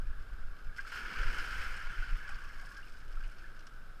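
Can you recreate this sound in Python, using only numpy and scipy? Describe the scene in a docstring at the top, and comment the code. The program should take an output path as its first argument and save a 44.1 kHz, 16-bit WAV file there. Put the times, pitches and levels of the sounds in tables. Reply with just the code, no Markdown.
"""Over a distant wash and rumble, wind nudges the microphone and a first drip ticks. Near 0.8 s water
gushes from a tipped kayak into a concrete basin: drops strike the surface, and trapped air rings as
bubbles. After 2 s the stream thins to a trickle, then to drips. The water and its short echo are
heard through a waterproof camera case whose resonance honks near 1.5 kHz."""
import sys
import numpy as np
from scipy import signal
from scipy.fft import rfft, irfft
from scipy.io import wavfile
from scipy.ndimage import uniform_filter1d

SR = 44100
rng = np.random.default_rng(int(sys.argv[2]) if len(sys.argv) > 2 else 0)


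def to_wav(sig):
    """Store sig (one row per channel, or 1-D mono) as 16-bit WAV at the path in sys.argv[1].

    Samples outside -1..1 are clipped; the rate is SR.
    """
    pcm = np.clip(np.atleast_2d(sig), -1, 1) * 32767
    pcm = np.round(pcm).astype(np.int16)
    wavfile.write(sys.argv[1], SR, pcm.T)  # frames by channels


N = 176400
T = np.arange(N) / SR

# Distant wash of the basin. Each row: frequency in Hz, relative spectral density in dB.
WASH_SPECTRUM = [(88, -25), (150, -6), (270, -8.5), (556, -11), (1080, -16), (1260, -4.5), (1490, -1),
                 (1870, -18.5), (2220, -19.5), (3500, -21.5), (5850, -31), (14000, -33.5)]
# Narrow resonances of the case in the wash. Each row: centre in Hz, width in Hz, level in dB.
CASE_MODES = [(5080, 440, -82.5), (1534, 156, -66.5)]
# Far rumble. Each row: frequency in Hz, relative spectral density in dB.
RUMBLE_SPECTRUM = [(40, -3), (70, -2), (98, -6), (118, 3.5), (140, -6.5), (500, -35.5), (2000, -92)]
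# Wind pressure. Each row: frequency in Hz, relative spectral density in dB.
WIND_SPECTRUM = [(3, -20.5), (9, 3), (18, 6.5), (30, -10.5), (48, -12), (65, -22), (90, -28), (150, -39.5),
                 (2000, -120)]
# Wind strength. Each row: time in seconds, level in dB.
GUST_LEVELS = [(.12, -31.5), (.26, -43.5), (.42, -33), (.6, -43.5), (.7, -38), (.9, -46), (1.12, -43),
               (1.25, -28), (1.37, -38), (1.6, -35), (2.18, -40), (2.45, -41.5), (2.75, -43), (2.95, -43),
               (3.2, -37.5), (3.38, -42), (4, -45)]
# Single buffets on the case. Each row: time of the peak in seconds, level in dB, frequency in Hz.
WIND_BUFFETS = [(0.336, -32, 29.4), (1.207, -26.5, 28), (1.275, -22.5, 22), (2, -23, 21),
                (2.136, -20.5, 21.3), (2.347, -32.5, 28.5), (3.17, -32, 21), (3.264, -27, 20)]
# Response of the camera case. Each row: frequency in Hz, gain in dB.
CASE_RESPONSE = [(150, -26), (700, -19.5), (950, -14.5), (1150, -13.5), (1350, -1), (1520, 2.5),
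                 (1680, -3.5), (1950, -11), (2200, -8), (2600, -13), (3050, -12.5), (3700, -26.5),
                 (4300, -22), (4800, -21.5), (5250, -20), (5900, -28.5), (6600, -28.5), (7400, -33.5),
                 (8400, -31), (9300, -39.5), (10300, -34.5), (13000, -43), (14000, -32.5)]
# Sharp drips close by. Each row: start in seconds, level in dB, centre of the tick in Hz.
NEAR_DRIPS = [(0.564, -60, 4050), (1.382, -45, 4950), (1.395, -44, 5000), (1.765, -52, 7900),
              (2.171, -54.5, 12000), (2.291, -51.5, 8900), (2.343, -49.5, 4570), (2.657, -56.5, 9050),
              (2.767, -49.5, 5500), (3.236, -55.5, 4670), (3.383, -54.5, 4660), (3.592, -55, 5800),
              (3.623, -59, 4020), (3.667, -48, 5450)]
# Fine spray. Each row: time in seconds, level in dB.
SPRAY_LEVELS = [(.745, -77), (.77, -58), (.79, -61), (.84, -67), (.868, -58.5), (.905, -62.5), (.97, -56),
                (1.06, -71), (1.4, -57), (1.62, -57), (1.9, -69), (2.3, -66), (2.75, -63.5), (2.95, -68),
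                (3.3, -69.5), (4, -79)]
# The falling stream. Each row: time in seconds, level in dB.
FLOW_LEVELS = [(.755, -64), (.785, -49), (.83, -57.5), (.875, -50), (.912, -48), (.925, -43.5),
               (.98, -40.5), (1.03, -43), (1.2, -39.5), (1.4, -41), (1.62, -40.5), (1.8, -44.5),
               (2.05, -46.5), (2.4, -51.5), (2.78, -58), (2.95, -62.5), (3.3, -59), (4, -68.5)]
# Single large bubbles, plus one low thud of water on the kayak's deck or hull near 1.9 s. Each row: start in
# seconds, pitch in Hz, level in dB ahead of the case.
PLOPS_AND_THUD = [(.784, 1980, -30), (0.79, 1578, -29.5), (0.849, 1310, -38.5), (1.115, 200, -25),
                  (1.2, 457, -28), (1.905, 117, -21.5), (2.022, 1477, -33.5), (2.03, 1396, -41),
                  (2.247, 1630, -38), (2.295, 780, -32), (2.32, 1556, -39.5), (2.548, 1660, -41),
                  (2.63, 715, -34.5), (2.669, 1640, -39), (2.785, 1533, -39.5), (2.829, 2770, -39),
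                  (2.873, 2500, -41.5), (3.169, 1306, -39), (3.203, 1544, -45), (3.237, 2830, -37),
                  (3.242, 2490, -40), (3.441, 1690, -39.5)]
# Low gurgle where the stream plunges in. Each row: time in seconds, level in dB.
PLUNGE_LEVELS = [(.8, -91), (1, -62.5), (1.25, -57.5), (1.5, -61), (1.75, -68), (2.3, -73), (3, -88)]
# Clumps of water hitting the surface. Each row: start in seconds, level in dB, decay in seconds.
CLUMP_SLAPS = [(.873, -45.5, 0.011), (.919, -40.5, 0.011), (.972, -41, 0.019), (1.23, -37, 0.0071),
               (1.344, -38, 0.011), (1.381, -36.5, 0.012), (1.615, -36.5, 0.0067), (2.022, -44, 0.0044),
               (2.29, -44, 0.009)]
# Thin trickle boring into the surface. Each row: time in seconds, level in dB.
TRICKLE_LEVELS = [(2.1, -68), (2.3, -60.5), (2.78, -61), (2.9, -74.5)]
# The trickle's two bubble sizes. Each row: pitch in Hz, relative level in dB.
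TRICKLE_SIZES = [(1130, -2.5), (1600, 2.5)]


def amp(db):
    """Amplitude grows tenfold for every 20 dB."""
    return 10 ** (np.asarray(db) / 20)


def unit(x):
    """Division by the rms gives unit power."""
    return x / np.sqrt(np.mean(x ** 2) + 1e-20)


def level(points):
    """An envelope runs straight in decibels between (s, dB) points."""
    return amp(np.interp(T, *np.transpose(points)))


def db_at(points, hz):
    """A spectrum runs straight between (Hz, dB) points on a logarithmic frequency axis."""
    f, db = np.transpose(points)
    return np.interp(np.log(hz + 1), np.log(f + 1), db)


def add(mix, start_s, sound):
    """Superposition: a sound adds to the mix from its start time."""
    part = mix[max(round(start_s * SR), 0):][:len(sound)]
    part += sound[:len(part)]


def noise(response):
    """Filtered white noise takes on the filter's spectrum, given as gain against Hz."""
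    return unit(irfft(rfft(rng.standard_normal(N)) * response(np.fft.rfftfreq(N, 1 / SR)), N))


def coloured(points):
    """Spectral shaping gives noise the colour of (Hz, dB) points."""
    return noise(lambda f: amp(db_at(points, f)))


def flutter(rate_hz, depth_db):
    """Random amplitude modulation wavers up to about the given rate."""
    wander = noise(lambda f: (f > rate_hz / 8) / (1 + (f / rate_hz) ** 4))
    return unit(amp(depth_db * wander))


def band(x, hz, span=1.614):
    """A broad resonance passes frequencies within a factor of span of its centre."""
    edges = [hz / span, min(hz * span, SR / 2 - 1)]
    return signal.sosfilt(signal.butter(2, edges, "band", fs=SR, output="sos"), x)


def basin():
    """Broadband excitation: the steady distant wash keeps the case's modes ringing faintly."""
    rings = sum(amp(db) * noise(lambda f: 1 / (1 + (2 * (f - hz) / width) ** 2))
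                for hz, width, db in CASE_MODES)
    return amp(-60) * coloured(WASH_SPECTRUM) + rings


def rumble():
    """The far surroundings give stationary noise with its power at low frequencies."""
    return amp(-64.5) * coloured(RUMBLE_SPECTRUM)


def wind(buffet_cycles=0.52):
    """Turbulent pressure on the case swings with the gusts and with a few stronger buffets."""
    pressure = coloured(WIND_SPECTRUM)
    pressure /= np.sqrt(uniform_filter1d(pressure ** 2, size=9000) + 1e-6)  # even out the power
    pressure *= level(GUST_LEVELS) * flutter(rate_hz=8.8, depth_db=2.0)
    lowpass = signal.butter(4, 130, fs=SR, output="sos")
    eddies = amp(-25) * signal.sosfilt(lowpass, coloured(RUMBLE_SPECTRUM))
    for peak_s, db, hz in WIND_BUFFETS:
        turns = (T - peak_s) * hz
        swell = amp(db) * np.exp(-(turns / buffet_cycles) ** 2)
        pressure += swell * (np.cos(2 * np.pi * turns) + eddies)
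    return pressure


def case(x, size=4096):
    """The camera case acts as a minimum-phase filter, ringing only after it is excited."""
    log_gain = np.log(amp(db_at(CASE_RESPONSE, abs(np.fft.fftfreq(size, 1 / SR)))))
    ring = np.fft.ifft(np.exp(np.conj(signal.hilbert(log_gain)))).real
    return signal.oaconvolve(x, ring[:size // 2])[:N]


def burst(decay_s, attack_s=.0001):
    """Spatter is a noise transient with a quick rise and an exponential decay."""
    t = np.arange(SR // 5) / SR
    return rng.standard_normal(len(t)) * np.exp(-t / decay_s) * (1 - np.exp(-t / attack_s))


def bubble(hz, cycles, rise=0.021, attack_s=0.00054):
    """Trapped air is a damped oscillator; its pitch climbs by the fraction rise per decay time."""
    decay_s = cycles / hz
    t = np.arange(0, 6 * decay_s, 1 / SR)
    envelope = (1 - np.exp(-t / attack_s)) * np.exp(-t / decay_s)
    return envelope * np.sin(2 * np.pi * hz * (t + rise * t * t / (2 * decay_s)))


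def drips(white):
    """Each drip ticks on impact and traps a tiny resonating bubble."""
    mix = np.zeros(N)
    for start, db, hz in NEAR_DRIPS:
        tick = band(burst(decay_s=0.0053, attack_s=0.0017), hz) / case(band(white, hz)).std()
        ring = amp(-1.5 - db_at(CASE_RESPONSE, hz)) * bubble(hz, cycles=17)
        add(mix, start, amp(db) * tick)
        add(mix, start, amp(db) * ring)
    return case(mix)


def walls(x, t60_s=0.12):
    """Scattered reflections from the concrete form a short, exponentially decaying echo."""
    t = np.arange(SR // 2) / SR
    taps = rng.standard_normal(len(t)) * (rng.random(len(t)) < .04)
    taps *= (t > .006) * amp(-60 * t / t60_s)
    return amp(-14) * signal.oaconvolve(x, taps / np.linalg.norm(taps))[:N]


def impacts(peak_per_s, gain, spread_db):
    """Impulses arrive as a Poisson process of even mean power, sparser where the gain is low."""
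    share = np.maximum(gain / gain.max(), .1)
    hits = rng.random(N) < peak_per_s * share / SR
    strengths = amp(spread_db * np.minimum(rng.exponential(1, N), 3))
    return hits * strengths * rng.choice([-1, 1], N) / np.sqrt(share)


def spray(peak_per_s=1300, sizes=12):
    """Fine droplets patter on impact, each size in its own treble band."""
    gain = level(SPRAY_LEVELS)
    ticks = np.zeros(N)
    for hz in np.geomspace(4800, 13000, sizes):
        hits = impacts(peak_per_s / sizes, gain, spread_db=4.0)
        ticks += band(signal.oaconvolve(hits, burst(decay_s=0.006))[:N], hz)
    return gain * unit(case(ticks))


def swarm(peak_per_s, gain, low_hz, high_hz, cycles, spread_db, sizes=30):
    """Bubbles form at random, each ringing at the natural frequency of its size."""
    pitches = low_hz * (high_hz / low_hz) ** ((np.arange(sizes) + rng.random(sizes)) / sizes)
    rings = np.zeros(N)
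    for hz in pitches:
        births = impacts(peak_per_s / sizes, gain, spread_db)
        rings += signal.oaconvolve(births, bubble(hz, cycles) * hz)[:N]
    return rings


def stream():
    """Drop impacts, bubbles and froth add incoherently, all modulated by the lumpy flow."""
    flow = level(FLOW_LEVELS)
    drops = unit(case(impacts(4200, flow, spread_db=3.5)))
    rings = unit(case(swarm(1400, flow, low_hz=934, high_hz=6220, cycles=8.0, spread_db=3.0)))
    froth = unit(case(rng.standard_normal(N)))
    gush = amp(-6.5) * drops + amp(-6) * rings + amp(-6.5) * froth
    return flow * flutter(rate_hz=68, depth_db=1.0) * gush


def plops(white):
    """Single large bubbles, and one low thud on the hull, resonate amid spatter; the lower ones ring for fewer
    cycles."""
    mix = np.zeros(N)
    for start, hz, db in PLOPS_AND_THUD:
        add(mix, start, amp(db) * bubble(hz, cycles=11.2 * (hz / 1500) ** 0.68))
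        spatter = band(burst(decay_s=0.021, attack_s=0.0067), hz) / band(white, hz).std()
        add(mix, start, amp(db - 13) * spatter)
    return case(mix)


def plunge():
    """Large, heavily damped bubbles gurgle at low frequencies under the thick of the stream."""
    gain = level(PLUNGE_LEVELS)
    return gain * unit(swarm(800, gain, low_hz=100.8, high_hz=564, cycles=3.7, spread_db=1.5))


def slaps(white):
    """Clumps of water strike the surface, and each brief impact radiates broadband noise."""
    mix = np.zeros(N)
    for start, db, decay_s in CLUMP_SLAPS:
        add(mix, start, amp(db) * burst(decay_s, attack_s=0.00097))
    return case(mix) / case(white).std()


def trickle(span=1.05):
    """The last thread of water entrains separate bubbles that resonate around two pitches."""
    gain = level(TRICKLE_LEVELS)
    rings = np.zeros(N)
    for hz, db in TRICKLE_SIZES:
        rings += amp(db) * unit(swarm(110, gain, hz / span, hz * span, cycles=13, spread_db=2, sizes=8))
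    return gain * rings


def scene():
    """Wash, rumble, wind, water and its echo superpose at one microphone."""
    white = rng.standard_normal(SR // 4)  # reference for the gain that filters give to noise
    water = drips(white) + spray() + stream() + plops(white) + plunge() + slaps(white) + trickle()
    return (basin() + rumble() + wind() + water + walls(water))[None]


def record(dry, edge_hz=14150):
    """A steep low-pass filter limits the bandwidth."""
    lowpass = signal.firwin(511, edge_hz, window=("kaiser", 9), fs=SR)
    return signal.oaconvolve(dry, lowpass[None], "same")


dry = scene()
out = record(dry)
to_wav(out)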